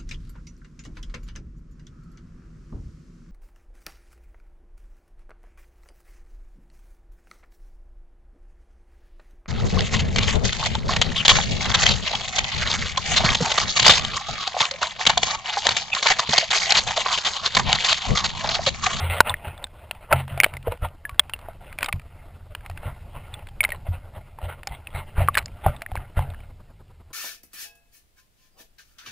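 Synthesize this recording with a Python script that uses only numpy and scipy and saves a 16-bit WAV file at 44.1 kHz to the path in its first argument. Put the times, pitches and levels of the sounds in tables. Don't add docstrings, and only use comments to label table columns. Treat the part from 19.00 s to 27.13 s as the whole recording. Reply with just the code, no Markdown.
import sys
import numpy as np
from scipy import signal
from scipy.fft import rfft, irfft, next_fast_len
from scipy.io import wavfile
from scipy.ndimage import uniform_filter1d

SR = 44100
rng = np.random.default_rng(int(sys.argv[2]) if len(sys.argv) > 2 else 0)


def persist_wave(psi):
    counts = np.round(np.clip(psi, -1, 1) * 32767).astype(np.int16)
    wavfile.write(sys.argv[1], SR, np.atleast_2d(counts).T)


N = 358533
TIME = np.arange(N) / SR

# onset t/s, mid-glide pitch f/Hz, short-term peak level/dB,
# ring decay t60/s, splash level/dB re the ring
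BURSTS = [(0.2043, 1512, 10.5, 0.0098, -14), (0.2047, 940, 2.5, 0.017, -25), (0.2057, 396, 1, 0.0031, 3),
          (0.2954, 3610, -13, 0.022, -20), (0.3037, 1040, -17, .032, -17), (0.3408, 1880, -12, 0.011, -22),
          (0.5775, 3550, -34, 0.023, 1), (0.641, 3694, -17.5, 0.016, -9), (0.9108, 2670, -15, 0.0062, -1),
          (1.1138, 1070, -15, 0.029, -16), (1.1262, 1385, -2, 0.035, -1.5), (1.1311, 686, -7, 0.036, -11),
          (1.2792, 820, -28, 0.015, 1), (1.3758, 715, -20.5, 0.027, -6), (1.4015, 2200, 3, 0.0087, -16),
          (1.41, 2270, -14, 0.015, -35), (1.434, 2320, -5, 0.0067, 1.5), (1.4426, 2280, 0, .013, -0.5),
          (1.4502, 3600, -25, 0.014, 4), (1.4629, 620, -16, 0.014, -10), (1.5375, 2210, -25.5, .013, -1),
          (1.5683, 2120, -23.5, 0.014, -3), (1.6717, 486, -15.5, 0.056, -25),
          (1.6801, 670, -16.5, 0.036, -35), (1.7205, 506, -24, .069, -11), (1.7215, 990, -23.5, 0.022, -24),
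          (1.8479, 952, -19.5, 0.05, -20), (2.0518, 1770, -19, 0.041, -26.5),
          (2.0934, 1175, -25, 0.11, 0.5), (2.1946, 3363, 6, 0.0094, -10), (2.2954, 2200, -25, .013, 4),
          (2.3355, 2860, -16, 0.025, -8), (2.39, 1090, -35, .025, 5), (2.4855, 690, -24, 0.028, -24),
          (2.7269, 2400, -28.5, 0.011, 4), (2.7866, 2360, -17, 0.011, -1.5), (2.8077, 1640, -26, 0.03, 6),
          (2.8286, 2494, -9.5, 0.015, 0.5), (2.8432, 2280, -18.5, 0.038, 5), (2.844, 4930, -22, .008, -14),
          (2.8603, 3850, -18.5, 0.019, 6), (2.8835, 840, -22.5, 0.052, -20), (2.8865, 2200, -18, 0.017, -1),
          (2.8901, 1250, -20.5, 0.024, -26), (2.9264, 2420, -11.5, 0.016, 0),
          (2.9961, 2400, -34.5, 0.012, 6), (3.5496, 2950, -20.5, 0.0095, 4.5),
          (3.6616, 2120, -27.5, 0.016, 1.5), (3.6983, 730, -25.5, 0.026, -3.5),
          (3.7745, 1620, -29, .032, 8), (4.3399, 3530, -25.5, 0.022, -5.5), (4.47, 1780, -33.5, .013, 9),
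          (4.6058, 2285, -5.5, 0.026, -19), (4.6313, 2660, -21.5, 0.012, 7), (4.6383, 3910, -12, 0.015, 5),
          (4.649, 2150, -7.5, 0.019, -15), (4.6902, 616, -23, 0.045, 7), (4.7037, 2260, -24.5, 0.015, 1),
          (4.7199, 1950, -17.5, .03, -12), (5.3868, 936, -28.5, 0.02, -14.5),
          (5.6318, 1560, -29, 0.014, 12), (5.6717, 826, -20.5, 0.042, 2), (5.6719, 5130, -17, 0.0043, -30),
          (5.8711, 2640, -24, .013, -9.5), (6.2757, 2400, -27, .025, 6), (6.2852, 1195, -3, 0.025, -27),
          (6.3437, 3780, -23.5, 0.037, 2), (6.3525, 1730, -11.5, 0.014, -6), (6.3715, 2180, -6, 0.014, 12),
          (6.3749, 1580, -7, 0.015, 5), (6.3815, 4160, -11.5, 0.023, 1.5), (6.3874, 2300, -12, 0.017, 2),
          (6.4583, 5000, -20, 0.0035, -11.5), (6.6628, 793, -6, 0.036, -26), (6.6655, 644, -10, 0.024, -27),
          (6.7637, 3660, -35.5, 0.02, -2), (6.8191, 700, -20.5, 0.044, 6.5),
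          (6.8625, 1850, -21.5, 0.012, -24), (6.9167, 777, -25.5, .03, -13),
          (6.9543, 895, -18, 0.012, -8.5), (6.9646, 2230, -25.5, .013, -18),
          (6.9733, 1610, -24, 0.011, -18), (7.1915, 875, -14.5, 0.016, -16), (7.302, 3700, -37.5, .014, 2),
          (7.345, 1690, -35.5, .013, -9)]
# onset t/s, peak level/dB, extra upper-mode level/dB, heave level/dB before a common gain,
# looseness of the grip [factor on the decay of the mount modes]
GRIP_BUMPS = [(0.011, -19, 1, -7.5, 2.7), (0.094, -20.5, -24, -6.5, 0.57), (0.301, -25, 1.5, -10, 0.6),
              (0.47, -27, 1, -15, 0.65), (1.128, -14.5, 14, -13, 1.3), (1.311, -21, 13, -12, 1.2),
              (1.517, -28.5, 11.5, -24, 2.2), (1.681, -18, -15, -3, 0.52), (1.823, -16.5, -7, 2, 0.76),
              (2.124, -29.5, -20.5, 14.5, .6), (2.75, -39, -15, 10, 0.7), (2.939, -17.5, 5.5, -4, 0.43),
              (3.70, -31, -8, -4, 1.2), (3.858, -21, 5, -3, 0.6), (4.153, -35, 15.5, 3.5, 0.81),
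              (4.887, -14.5, -17, -2, 0.9), (5.169, -27.5, -3.5, -6, 0.56), (5.432, -20.5, 0, 7.5, 2),
              (5.709, -24, 7, 5, 0.58), (5.947, -21, 4.5, 2.5, 1), (6.181, -11, 8, 4, 1),
              (6.213, -13.5, -17, 0.5, 1.07), (6.663, -8, 5, -1.5, 0.47), (6.922, -23, 1, 8, 1),
              (6.974, -20, 0, 4, 0.67), (7.172, -9.5, 7.5, 8, 1.06), (7.287, -25.5, -4, 2, 1.15)]
# f/Hz, relative level/dB, decay t60/s at looseness 1
MOUNT_MODES = [(85.45, 5.5, 0.2), (133.8, -10.5, 0.35), (221.4, -35.5, 0.74)]


def undb(db):
    return 10 ** (np.asarray(db) / 20)


def unit(x):
    return x / np.sqrt(np.mean(x ** 2))


def curves(table):
    s, *columns = np.transpose(table)
    return [np.interp(TIME, s, column) for column in columns]


def add(out, s, sound):
    i = max(int(s * SR), 0)
    out[i:i + len(sound)] += sound[:N - i]


def colour(x, points):
    hz, db = np.transpose(points)
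    size = next_fast_len(len(x))
    f = np.maximum(np.fft.rfftfreq(size, 1 / SR), 1)
    gain = undb(np.interp(np.log(f), np.log(hz), db))
    return irfft(rfft(x, size) * gain, size)[:len(x)]


def ring(t, hz, t60):
    return np.sin(2 * np.pi * hz * t) * np.exp(-np.log(1000) * t / max(t60, .002))


def resonate(x, hz, t60):
    pole = np.exp((2j * np.pi * hz - np.log(1000) / t60) / SR)
    return unit(signal.lfilter([1], [1, -pole], x).imag)


def walk(rate):
    k = max(int(SR / rate), 2)
    steps = np.repeat(rng.standard_normal(N // k + 1), k)
    return unit(uniform_filter1d(steps, k)[:N])


def swell(start, length, attack, release):
    before = np.minimum(TIME - start, 0)
    after = np.maximum(TIME - start - length, 0)
    return np.exp(before / attack - after / release)


def gurgle(x):
    size = next_fast_len(N)
    spectrum, f = rfft(x, size), np.fft.rfftfreq(size, 1 / SR)
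    place = 5 * np.log2(1 + f / 500)
    out = 0
    for band in range(18):
        share = np.clip(1 - np.abs(np.minimum(place, 17) - band), 0, 1)
        out = out + irfft(spectrum * share, size)[:N] * undb(3.4 * walk(30))
    return unit(out)


def wash(level_db=-67):
    # f/Hz, relative level/dB
    wash_spectrum = [(100, -4), (200, 1), (450, 1), (900, -9.5), (1500, -5.5), (2500, -11), (4000, -18.5)]
    return undb(level_db) * gurgle(colour(rng.standard_normal(N), wash_spectrum))


def hiss(level_db=-68):
    # f/Hz, relative level/dB
    hiss_spectrum = [(100, -12), (1000, -18.5), (2500, 7), (5500, 4.5)]
    return undb(level_db) * unit(colour(rng.standard_normal(N), hiss_spectrum))


def flow_level():
    # t/s, level/dB
    steady_flow = [(0, -45), (0.35, -44), (1.0, -47.5), (1.4, -41.5), (2.0, -48.5), (2.45, -43.5),
                   (3.2, -44.5), (3.9, -40), (4.4, -41), (4.8, -38.5), (5.3, -45.5), (5.75, -46.5),
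                   (6.4, -36.5), (6.85, -49), (7.4, -39), (7.7, -48.5), (8.13, -49.5)]
    wake_db, attack_s, release_s = -17, 0.0087, .05
    steady_db, = curves(steady_flow)
    power = undb(steady_db) ** 2
    for s, db, *_ in GRIP_BUMPS:
        power = power + (undb(db + wake_db) * swell(s, 0, attack_s, release_s)) ** 2
    return 10 * np.log10(power)


def rumble(mount_db=-6):
    # f/Hz, relative level/dB
    eddy_spectrum = [(10, -13), (22, 1.5), (45, -7.5), (70, -5.5), (110, -9.5), (170, -20.5), (300, -34.5),
                     (600, -35), (1500, -50.5)]
    db = flow_level()
    eddies = rng.standard_normal(N)
    mount = sum(undb(mode_db) * resonate(eddies, hz, t60) for hz, mode_db, t60 in MOUNT_MODES)
    pressure = unit(colour(rng.standard_normal(N), eddy_spectrum))
    flow = pressure + undb(mount_db) * unit(mount)
    return flow / np.sqrt(uniform_filter1d(flow ** 2, size=SR // 8)) * undb(db)


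def grip(uneven_db=2):
    # t/s, level/dB
    creep = [(0, -48), (0.4, -45.5), (0.72, -56), (0.84, -48), (0.97, -55), (1.27, -55.5), (1.38, -39.5),
             (1.62, -59.5), (1.98, -66), (2.12, -52.5), (2.57, -62.5), (3.05, -59), (3.25, -57),
             (3.45, -62), (3.95, -53), (5.3, -59), (6.15, -51), (7.08, -57.5), (7.4, -58.5), (7.6, -69.5)]
    # start t/s, length t/s, level/dB, brightness/dB before a common lift
    slides = [(0.0, 0.071, -31, -0.5), (0.101, 0.084, -28, 5.5), (0.263, 0.042, -27.5, -2),
              (0.449, 0.035, -36.5, -2.5), (0.59, 0.056, -44.5, -12), (1.021, 0.0061, -42, -5.5),
              (1.123, 0.0092, -17, -15), (1.146, 0.058, -32.5, 1.5), (1.296, .025, -41.5, 3),
              (1.53, 0.02, -42, -16), (1.667, 0.005, -34, -8.5), (1.719, 0.005, -33, -6),
              (1.834, 0.018, -30.5, -7.5), (1.9, 0.035, -55, -18), (2.405, 0.11, -49.5, -6),
              (2.613, 0.12, -49, -1.5), (2.809, 0.044, -37.5, -0.5), (3.51, 0.017, -51, -6),
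              (3.647, 0.013, -46, -8.5), (3.829, 0.069, -39, -5), (4.15, 0.018, -38, -8),
              (4.333, 0.09, -49.5, -3.5), (4.638, 0.017, -37, -7), (4.722, 0.026, -42, -1),
              (4.864, 0.0053, -40, -5), (4.929, 0.024, -41, -4.5), (5.046, 0.014, -49.5, -10),
              (5.15, 0.024, -38.5, -11), (5.416, 0.049, -39, -5), (5.491, 0.033, -37.5, -2.5),
              (5.58, 0.018, -51, -8), (5.716, 0.033, -41, 2.5), (5.948, 0.048, -33.5, -1.5),
              (6.178, 0.056, -28.5, -6), (6.371, 0.026, -34.5, -6), (6.649, .036, -30, -7.5),
              (6.701, 0.046, -42, -6), (6.95, 0.092, -45.5, -11), (7.171, 0.048, -34.5, -5),
              (7.242, 0.074, -45, -14)]
    creep_brightness_db, attack_s, release_s = -3.5, .009, .016
    creep_db, = curves(creep)
    power = undb(creep_db + uneven_db * walk(12)) ** 2
    brightness = power * creep_brightness_db
    for s, length, db, brightness_db in slides:
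        slide = (undb(db) * swell(s, length, attack_s, release_s)) ** 2
        power = power + slide
        brightness = brightness + slide * brightness_db
    return 10 * np.log10(power), brightness / power


def rubbing(split_hz=1500, bright_db=4, slips_per_s=3000):
    # f/Hz, relative level/dB
    rub_spectrum = [(150, -8.5), (300, -20), (430, -9.5), (600, 5), (850, 7), (1100, -3.5), (1700, -5.5),
                    (2400, -8.5), (3200, -3.5), (4000, -10), (5000, -20.5)]
    # f/Hz, relative level/dB, decay t60/s
    wall_modes = [(618.4, -14, 0.12), (700, -19, 0.28), (735, -19, 0.076), (1422, -16, 0.056),
                  (1531, -14.5, 0.014), (2170, -15.5, 0.018), (2770, -8, 0.0031)]
    db, brightness_db = grip()
    impulses = (rng.random(N) < slips_per_s / SR) * rng.standard_normal(N)
    slips = unit(impulses) + .5 * rng.standard_normal(N)
    wall = sum(undb(mode_db) * resonate(slips, hz, t60) for hz, mode_db, t60 in wall_modes)
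    body = gurgle(unit(colour(slips, rub_spectrum)) + wall)
    lowpass = signal.butter(2, split_hz, fs=SR, output="sos")
    dull = signal.sosfiltfilt(lowpass, body)
    tilted = dull + undb(brightness_db + bright_db) * (body - dull)
    tilted = tilted * undb(1.3 * walk(110))
    return tilted / np.sqrt(uniform_filter1d(tilted ** 2, size=SR // 12)) * undb(db)


def bumps(push_s=0.0091, heave_hz=55, heave_t60=0.059, heave_gain_db=12):
    out, t = np.zeros(N), TIME[:SR // 2]
    for s, db, upper_db, heave_db, loose in GRIP_BUMPS:
        lowest, *upper = [undb(mode_db) * ring(t, hz, t60 * loose) for hz, mode_db, t60 in MOUNT_MODES]
        heave = undb(heave_db + heave_gain_db) * ring(t, heave_hz, heave_t60)
        swing = lowest + undb(upper_db) * sum(upper) + heave
        swing = swing * (1 - np.exp(-t / push_s))
        add(out, s, -undb(db) * swing / np.abs(swing).max())
    return out


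def flutter(level_db=-51.5):
    # f/Hz, relative level/dB
    flutter_spectrum = [(50, -0.5), (130, 3.5), (300, 2), (600, 0), (1300, -4), (1900, -18), (4000, -24)]
    period, first, width = .101, .031, .012
    offset = (TIME - first + period / 2) % period - period / 2
    noise = unit(colour(rng.standard_normal(N), flutter_spectrum))
    return noise * np.exp(-(offset / width) ** 2) * undb(level_db)


def fizz(spread_db=5, spread_octaves=1.1, splash_db=1):
    longest_delay_s, middle_db, middle_hz, t60 = .06, -42, 1900, .02
    rows = []
    for s, *_ in BURSTS:
        wait, small, strong = rng.uniform(-1, 1, 3)
        hz = middle_hz * 2 ** (spread_octaves * small)
        rows.append((s + longest_delay_s * abs(wait), hz, middle_db + spread_db * strong, t60, splash_db))
    return rows


def bubbles(rise_s=0.0003, splash_t60=0.015, echo=0.15, sag=0.086, sag_s=0.0018,
            linger_db=-20, linger_t60=0.0095, hum_db=-29, hum_hz=600, hum_t60=0.069):
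    # f/Hz, relative level/dB
    splash_spectrum = [(100, -16), (350, -30.5), (650, -3), (1500, -0.5), (2500, 2), (3800, -9.5),
                       (5200, -13.5)]
    out, t = np.zeros(N), TIME[:SR // 6]
    bursts = BURSTS + fizz()
    lags = rng.uniform(.002, .0045, len(bursts))
    spray = colour(rng.standard_normal(len(bursts) * len(t)), splash_spectrum).reshape(-1, len(t))
    settling = t * (1 - sag / 2) + sag * sag_s * (1 - np.exp(-t / sag_s))
    for (s, hz, db, t60, splash_db), lag, noise in zip(bursts, lags, spray):
        tail_db = min(-4 - db, 0)
        tone = ring(settling, hz, t60) + undb(linger_db + tail_db) * ring(settling, hz, linger_t60)
        tone = tone * (1 - np.exp(-(t / rise_s) ** 2))
        splash = noise * np.exp(-np.log(1000) * t / splash_t60) * (1 - np.exp(-t / rise_s))
        pop = unit(tone) + undb(splash_db) * unit(splash)
        pop = pop - echo * np.interp(t - lag, t, pop, left=0)
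        peak = np.sqrt(2 * uniform_filter1d(pop ** 2, size=44).max())
        hum = undb(hum_db + tail_db) * ring(t, hum_hz, hum_t60)
        add(out, s, undb(db) * (pop / peak + hum))
    return out


def scene():
    mono = wash() + hiss() + rumble() + rubbing() + bumps() + flutter() + bubbles()
    return np.array([mono, mono])


def record(dry, ceiling=1.0, noise_db=-79):
    sample_hz, top_hz = 12000, 15400
    band_filter = signal.butter(8, 5300, fs=SR, output="sos")
    band = signal.sosfilt(band_filter, dry)
    samples = np.clip(signal.resample_poly(band, sample_hz, SR, axis=1), -ceiling, ceiling)
    held = signal.resample_poly(np.repeat(samples, 8, axis=1), SR, 8 * sample_hz, axis=1)
    held = np.clip(held, -1, 1) + undb(noise_db) * rng.standard_normal(N)
    top_filter = signal.ellip(10, .2, 80, top_hz, fs=SR, output="sos")
    return signal.sosfilt(top_filter, held)


dry = scene()
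out = record(dry)
persist_wave(out)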